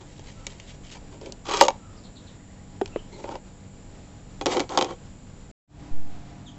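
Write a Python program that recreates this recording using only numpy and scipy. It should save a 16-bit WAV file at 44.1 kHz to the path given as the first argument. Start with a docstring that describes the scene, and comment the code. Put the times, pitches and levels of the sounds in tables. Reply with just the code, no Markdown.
"""A table in a small room, the microphone close to a light plastic lunch box. A hand slides the box;
fork and spoon skid inside and bounce off its wall. It is set down on a carton with two knocks, then its
lid rattles and scrapes along the rim. Each blow or tiny slip clicks and rings the thin plastic.
A motor hums and birds call far off. The microphone cuts out briefly and resumes in a quiet yard."""
import sys
import numpy as np
from scipy import signal
from scipy.fft import rfft, irfft
from scipy.io import wavfile

SR = 44100
rng = np.random.default_rng(int(sys.argv[2]) if len(sys.argv) > 2 else 0)


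def wav_record(signal):
    """Record a signal, one row per channel, as 16-bit PCM in the file named by sys.argv[1]."""
    frames = np.transpose(np.atleast_2d(signal))
    bounded = np.clip(frames, -1, 1)
    # unit amplitude maps onto the largest positive 16-bit level
    quanta = np.round(bounded * 32767).astype(np.int16)
    wavfile.write(sys.argv[1], SR, quanta)


N = 290178
TIME = np.arange(N) / SR
RING_T = np.arange(SR // 4) / SR
CUT_S = 5.514  # the room ends here

# Modes of the box and of its softer lid. Each row: frequency in Hz, level in dB, base T60 in seconds.
BOX_MODES = [(257, -9, 0.094), (350, -6, .11), (357, 2, 0.066), (415, 0.5, 0.099), (466, -27.5, 0.16),
             (546.3, 0.5, 0.088), (562, -13.5, 0.1), (794, -12.5, 0.1), (848, -5.5, .08), (921, 1.5, 0.048),
             (1160, -14.5, .07), (1330, -3, 0.018), (1520, -19.5, 0.031)]
LID_MODES = [(248, -8, 0.018), (304, -10.5, 0.1), (328, -12, 0.1), (354, 1.5, 0.086), (410, -7, 0.11),
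             (487, -4.5, 0.086), (515, 0.5, 0.085), (656, -19.5, 0.037), (731, -5, 0.053),
             (784, -2.5, 0.075), (885, 2.5, 0.032), (956, -7.5, 0.046), (1037, -6, 0.04),
             (1077, -4.5, 0.025), (1297, -4, 0.025), (1540, -20.5, 0.044)]


def box_blows():
    """Box and cutlery bump together as the hand moves them."""
    # Each row: start in seconds, body level in dB, walls over floor in dB, click level in dB,
    # click centre in Hz, ring time factor.
    hits = [ (.194, -36, 1, -34, 4000, 0.23), (.4675, -38.5, 4.5, -15.5, 5000, 0.6),
            (.599, -54, 8, -28, 3160, 0.85), (1.213, -37.5, -1.5, -34, 5000, .6),
            (1.260, -46, 5, -28.5, 3300, 0.92), (1.3224, -41, -0.5, -21.5, 7100, 0.44),
            (1.4862, -28.5, 10, -21, 3000, 0.84), (1.511, -24.5, 17.5, -19.5, 4500, 0.49),
            (1.571, -30.5, 3, -14, 6000, .96), (1.611, -8, 20.5, 4, 3650, 0.85),
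            (1.6831, -16.5, 22, -6, 2900, 0.59), (1.704, -28, 20, -23, 2502, .47),
            (2.8142, -33, 6, -24, 2200, 0.56), (2.859, -47.5, 18, -24.5, 3510, .45),
            (2.877, -49, 8, -33.5, 4300, .5), (2.9604, -34, -15, -26, 1500, 0.57),
            (3.2412, -28, 2, -27.5, 1970, 0.65), (3.291, -27, 12, -34, 3000, 0.33),
            (3.355, -28, 15, -26, 2550, .4)]
    return strike(hits, BOX_MODES, long_wall_db=2)


def cutlery_bounces(start_s=1.6235, gap_s=.0137, loss_db=3.5):
    """The cutlery rebounds from the long wall, evenly and ever weaker."""
    hits = [(start_s + k * gap_s, -23 - k * loss_db, -2, -10 - k * loss_db, 4500, .8) for k in range(4)]
    return strike(hits, BOX_MODES, long_wall_db=15)


def lid_rattle(click_hz=3250):
    """The lid lands on the rim one edge after the other, the second duller and more damped."""
    # Each row: start in seconds, body level in dB, walls over floor in dB, click level in dB,
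    # lag of the second edge in seconds, its strength against the first in dB.
    landings = [ (4.412, -24, 2.5, -19.5, .010, -7), (4.4588, -17.5, 4.5, -10, .007, 3.5),
                (4.569, -17, 0.5, -15, .012, -15), (4.596, -25, 6, -14, .007, 5.5),
                (4.6926, -36, 4, -23, .011, -12), (4.7746, -13, 10.5, -5, .0135, -3),
                (4.8111, -19, 11.5, -11.5, .0133, 3.5), (4.845, -27.5, 3, -20, .01, -7)]
    hits = []
    for start, body_db, tilt_db, click_db, lag, second_db in landings:
        hits.append((start, body_db, tilt_db, click_db, click_hz, .95))
        hits.append((start + lag, body_db + second_db, tilt_db - 9,
                     click_db + second_db - 5, click_hz, .75))
    return strike(hits, LID_MODES, long_wall_db=-4.5)


def carton_knocks():
    """The box thuds on the hollow carton; the weight of the hand raises and damps the note."""
    # Each row: start in seconds, level in dB, pitch factor, ring time factor.
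    knocks = [(2.8137, -14, 2.1, 0.43), (2.817, -12, 1.1, 0.89), (2.9608, -14, 1.45, 0.46),
              (2.9669, -23, 1.2, 0.63)]
    # The carton's dull modes. Each row: base frequency in Hz, level in dB, base T60 in seconds.
    carton_modes = [(355, 0, .05), (720, -17, .035), (1040, -29, .04)]
    out = np.zeros(N)
    for start, knock_db, pitch, ring in knocks:
        for hz, db, t60 in carton_modes:
            add(out, start, gain_of(knock_db + db) * ringing(hz * pitch, t60 * ring))
    return out


def sliding(slips_per_s=170, release_s=.04, contacts=6):
    """Several contact points stick and slip unevenly; each tiny slip rings the walls and ticks."""
    # Each row: start, rise and hold in seconds, drag in dB, grit in dB, walls over floor in dB,
    # the part that rings.
    strokes = [ (.002, 0.0035, 0.0096, -44.5, -52, 9, "box"), (.03, .06, 0.66, -62, -58.5, 3.5, "box"),
               (.25, 0.039, 0.008, -53, -47.5, 10, "box"), (.47, 0.035, 0.022, -54, -50.5, 2, "box"),
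               (.66, 0.033, 0.012, -66, -48, 6, "box"), (.83, 0.017, 0.025, -72, -51.5, 0, "box"),
               (.885, 0.032, .02, -55, -44.5, -2, "box"), (0.937, 0.018, .004, -45.5, -46.5, 22, "box"),
               (1.11, 0.012, 0.037, -48.5, -58.5, -2, "box"),
               (1.212, 0.0062, 0.072, -39.5, -55.5, -10.5, "box"),
               (1.44, .105, 0.097, -27.5, -31, 3, "cutlery"), (3.11, 0.02, .11, -46, -56.5, -3, "box"),
               (3.24, 0.0081, 0.11, -36.5, -52.5, 1, "box"), (4.46, .01, 0.15, -28, -41, -2.5, "lid"),
               (4.485, 0.031, 0.016, -31, -31, 6, "lid"), (4.694, 0.0061, .125, -33.5, -44.5, 7, "lid"),
               (4.828, 0.014, 0.079, -36, -49, 3, "lid")]
    # Fork and spoon on the box floor. Each row: frequency in Hz, level in dB, base T60 in seconds.
    cutlery_modes = [(343, -7.5, 0.13), (425, 0, 0.066), (590, -5.5, 0.061), (810, -7, .05), (947, -3, .07),
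                     (1163, -1.5, 0.1), (1287, 2, 0.033), (1446, -6.5, 0.035)]
    parts = {"box": BOX_MODES, "cutlery": cutlery_modes, "lid": LID_MODES}
    out, judder = np.zeros(N), gain_of(2 * drift(180))
    for start, rise, hold, drag_db, grit_db, tilt_db, part in strokes:
        length = rise + hold + release_s
        inside = (TIME > start) & (TIME < start + length)
        t = TIME[inside] - start
        speed = np.minimum(t / rise, 1) * np.minimum((length - t) / release_s, 1) ** 2
        for _ in range(contacts):
            sizes = gain_of(1.5 * np.minimum(rng.exponential(1, SR), 3)) * rng.choice([-1, 1], SR)
            slipping = rng.random(SR) < slips_per_s / SR
            force = speed * unit_rms(judder[inside] * (sizes * slipping)[:len(t)])
            walls = wall_ring(parts[part], tilt_db, ring=.68, detune=.034, spread_db=5, rise_s=.00099)
            tick = click(centre_hz=3300, ring=.61, crack_t60=.0059, modes_db=-21, slope_db=3, low_hz=850)
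            for db, response in ((drag_db, walls), (grit_db, tick)):
                scrape = signal.fftconvolve(force, response / np.linalg.norm(response))
                add(out, start, gain_of(db) * scrape)
    return out / np.sqrt(contacts)


def strike(hits, modes, long_wall_db):
    """Each blow rings the struck part and clicks at the point of contact."""
    out = np.zeros(N)
    for start, body_db, tilt_db, click_db, click_hz, ring in hits:
        add(out, start, gain_of(body_db) * wall_ring(modes, tilt_db, ring, long_wall_db))
        add(out, start, gain_of(click_db - 2) * click(click_hz, ring))
    return out


def wall_ring(modes, tilt_db, ring, long_wall_db=0, detune=.007, spread_db=1, rise_s=.0019):
    """Thin panels ring; where they are struck and gripped shifts each mode a little."""
    # Where floor, long wall and short wall answer most, in Hz.
    panel_hz = [377, 550, 824]
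    panel_db = [-tilt_db / 2, long_wall_db, tilt_db / 2]  # contact high on the box favours the walls
    out = np.zeros(len(RING_T))
    for (hz, db, t60), (shift, scatter) in zip(modes, rng.standard_normal((len(modes), 2))):
        level_db = db + np.interp(hz, panel_hz, panel_db) + spread_db * scatter
        out += gain_of(level_db) * ringing(hz * (1 + detune * shift), t60 * ring)
    return out * (1 - np.exp(-RING_T / rise_s))


def click(centre_hz, ring, crack_t60=.011, modes_db=-23, slope_db=5, low_hz=1000):
    """Hard plastic on plastic: a brief crack, a dense chatter and a few high tones."""
    # Stiff modes of cutlery and rim. Each row: frequency in Hz, level in dB, base T60 in seconds.
    stiff_modes = [(1972, 9.5, 0.025), (2287, 5, 0.069), (2480, -0.5, 0.09), (2857, -1.5, 0.1),
                   (3125, 4.5, .06), (3334, 6, 0.037), (3826, -1, 0.044), (4690, -5.5, .06),
                   (5150, -14.5, .06), (5630, -3.5, 0.05), (6530, -2.5, 0.12), (6550, -2.5, .11),
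                   (7610, -0.5, 0.1)]
    size = len(RING_T)
    chatter = gain_of(-13) * decay(.065 * ring)
    contact = rng.standard_normal(size) * (decay(crack_t60) + chatter)
    for hz, db, t60 in stiff_modes:
        strength, shift = rng.standard_normal(2)
        contact += gain_of(modes_db + db) * strength * ringing(hz * (1 + .0018 * shift), t60 * ring)
    bins_hz = np.fft.rfftfreq(2 * size, 1 / SR) + 1
    peak_db = -slope_db * np.log2(bins_hz / centre_hz) ** 2
    bass_loss_db = 10 * np.log10(1 + (low_hz / bins_hz) ** 4)
    colour_db = np.maximum(peak_db - bass_loss_db, -60)
    log_gain = np.log(gain_of(np.r_[colour_db, colour_db[-2:0:-1]]))
    minimum_phase = np.exp(signal.hilbert(log_gain).conj())[:len(bins_hz)]  # keeps the attack sharp
    return irfft(rfft(contact, 2 * size) * minimum_phase)[:size]


def birds():
    """Far birds whistle, chip, chirp and peep, clear or hoarse, blurred by distance."""
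    # Sagging whistles. Each row: start in seconds, length in seconds, level in dB.
    whistles = [(0.331, 0.2, -58.5), (1.759, 0.27, -57), (2.85, .18, -61)]
    # Falling chips. Each row: start in seconds, opening pitch in Hz, level in dB, hoarseness 0-1.
    chips = [(1.96, 5900, -55.5, .7), (2.03, 4920, -52.5, 0.95), (2.15, 4720, -50.5, 0.73),
             (2.26, 4580, -51.5, 0.91), (6.455, 4060, -48, 0.18)]
    # Level peeps. Each row: start in seconds, pitch in Hz, level in dB, octave in dB, hoarseness 0-1.
    peeps = [(2.91, 2650, -53.5, -27, 0.64), (2.955, 3050, -52.5, -24, .6), (3.11, 2076, -56.5, 1, .5)]
    calls = [(start, length, 1350, 1350 * .91, db, -27, .55) for start, length, db in whistles]
    calls += [(start, .04, hz, hz * .7, db, -7, hoarse) for start, hz, db, hoarse in chips]
    calls += [(2.28 + k * .096, .05, 1680, 2250, -62, -27, .3) for k in range(4)]  # rising chirps
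    calls += [(start, .057, hz, hz, db, octave_db, hoarse) for start, hz, db, octave_db, hoarse in peeps]
    out, rasp = np.zeros(N), .025 * drift(150) + .1 * drift(2000)
    for start, length, start_hz, end_hz, db, octave_db, hoarse in calls:
        size = round(length * SR)
        hz = np.geomspace(start_hz, end_hz, size) * (1 + hoarse * rasp[round(start * SR):][:size])
        phase = 2 * np.pi * np.cumsum(hz) / SR
        voice = np.sin(phase) + gain_of(octave_db) * np.sin(2 * phase)
        add(out, start, gain_of(db) * signal.windows.tukey(size, .7) * voice)
    return gain_of(-1) * out + gain_of(-4) * echoes(out, t60=.25, damp_hz=7000)


def air():
    """Moving air rumbles softly, first by the table, then in the yard."""
    # The air's spectrum in each place. Each row: frequency in Hz, relative density in dB.
    room_spectrum = [(12, -37), (20, 4), (70, -5.5), (101, -4.5), (163, -8.5), (189, -6), (265, -14),
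                     (291, -10), (321, -15.5), (520, -17.5), (843, -23.5), (1150, -26.5), (6400, -36),
                     (8320, -73.5), (14100, -120)]
    yard_spectrum = [(12, -43), (20, -3.5), (114, -5.5), (145, -12.5), (218, -10), (284, -13), (496, -22),
                     (729, -19), (974, -25), (1740, -28.5), (1870, -29), (6400, -37.5), (8320, -34.5),
                     (14100, -120)]
    noise = np.where(TIME > CUT_S, coloured(yard_spectrum), coloured(room_spectrum))
    return gain_of(-46 + drift(17)) * noise


def motor_hum():
    """A motor hums, each partial wavering in level and phase."""
    # Each row: frequency in Hz, rms level by the table in dB, rms level in the yard in dB.
    partials = [(53.6, -61.5, -60), (96.9, -56, -62), (107, -63, -55), (143.2, -57, -51),
                (190.2, -57, -55.5), (248.6, -61, -58), (294.3, -63.5, -54), (481, -68, -74),
                (654, -71.5, -75), (703, -74.5, -64), (821, -68, -63), (970, -75.5, -72)]
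    out = np.zeros(N)
    for hz, room_db, yard_db in partials:
        level_db = np.where(TIME > CUT_S, yard_db, room_db) + 1.8 * drift(5.1)
        out += np.sqrt(2) * gain_of(level_db) * np.sin(2 * np.pi * hz * TIME + .14 * drift(4.3))
    return out


def hiss():
    """A thin hiss at the top of the microphone's range, fainter in the yard."""
    noise = coloured([(20, -55), (6300, -37), (6900, -4), (7500, -3.5), (8200, -10.5), (9000, -36.5)])
    return noise * gain_of(np.where(TIME > CUT_S, -68, -61))


def echoes(x, t60, damp_hz):
    """Diffuse reflections that die away, dull at the top."""
    tail = rng.standard_normal(len(RING_T)) * decay(t60) * (RING_T > .004)
    tail = signal.sosfilt(signal.butter(1, damp_hz, fs=SR, output="sos"), tail)
    return signal.oaconvolve(x, tail / np.linalg.norm(tail))[:N]


def gain_of(db):
    """Decibels to amplitude."""
    return 10 ** (np.asarray(db) / 20)


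def unit_rms(x):
    """Scales to rms 1."""
    return x / np.sqrt(np.mean(x ** 2) + 1e-20)


def decay(t60):
    """Envelope that has lost 60 dB after t60 seconds."""
    return np.exp(-np.log(1000) * RING_T / t60)


def ringing(hz, t60):
    """One struck mode: a dying sine."""
    return decay(t60) * np.sin(2 * np.pi * hz * RING_T)


def add(mix, start_s, sound):
    """Mixes a sound in at start_s."""
    part = mix[round(start_s * SR):][:len(sound)]
    part += sound[:len(part)]


def coloured(points):
    """Noise of rms 1 with the given (Hz, dB) spectrum."""
    hz, db = np.transpose(points)
    shape_db = np.interp(np.log(np.fft.rfftfreq(N, 1 / SR) + 1), np.log(hz + 1), db)
    return unit_rms(irfft(rfft(rng.standard_normal(N)) * gain_of(shape_db), N))


def drift(turns_per_s):
    """Random wander of rms 1."""
    knots = np.arange(0, N / SR + 1, 1 / turns_per_s)
    return unit_rms(np.interp(TIME, knots, rng.standard_normal(len(knots))))


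def lowpass(x, hz, taps):
    """Steep low-pass."""
    return signal.oaconvolve(x, signal.firwin(taps, hz, window=("kaiser", 9), fs=SR), "same")


def scene():
    """The box close by in a small room, then the yard; birds, air and motor lie behind both."""
    box = box_blows() + cutlery_bounces() + lid_rattle() + carton_knocks() + sliding()
    # Small panels radiate little bass.
    box = signal.sosfilt(signal.butter(3, 200, "high", fs=SR, output="sos"), box)
    room = gain_of(-24.5) * echoes(box, t60=.24, damp_hz=4000)
    return (box + room + birds() + air() + motor_hum() + hiss())[None]


def record(dry, resume_s=5.675, fade_s=.13, bump_s=5.914, bump_rise_s=.052, ceiling=.91):
    """A narrow-band microphone clips on the hardest blow, drops out and fades back with a bump."""
    live = np.where(TIME < CUT_S, 1, np.clip((TIME - resume_s) / fade_s, 0, 1))
    settling = np.maximum(TIME - bump_s, 0) / bump_rise_s
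    subsonic_bump = gain_of(-6) * settling * np.exp(-settling)
    heard = lowpass(dry[0] * live + subsonic_bump, hz=7840, taps=161)
    return lowpass(np.clip(heard, -ceiling, ceiling), hz=15500, taps=511)[None]


dry = scene()
out = record(dry)
wav_record(out)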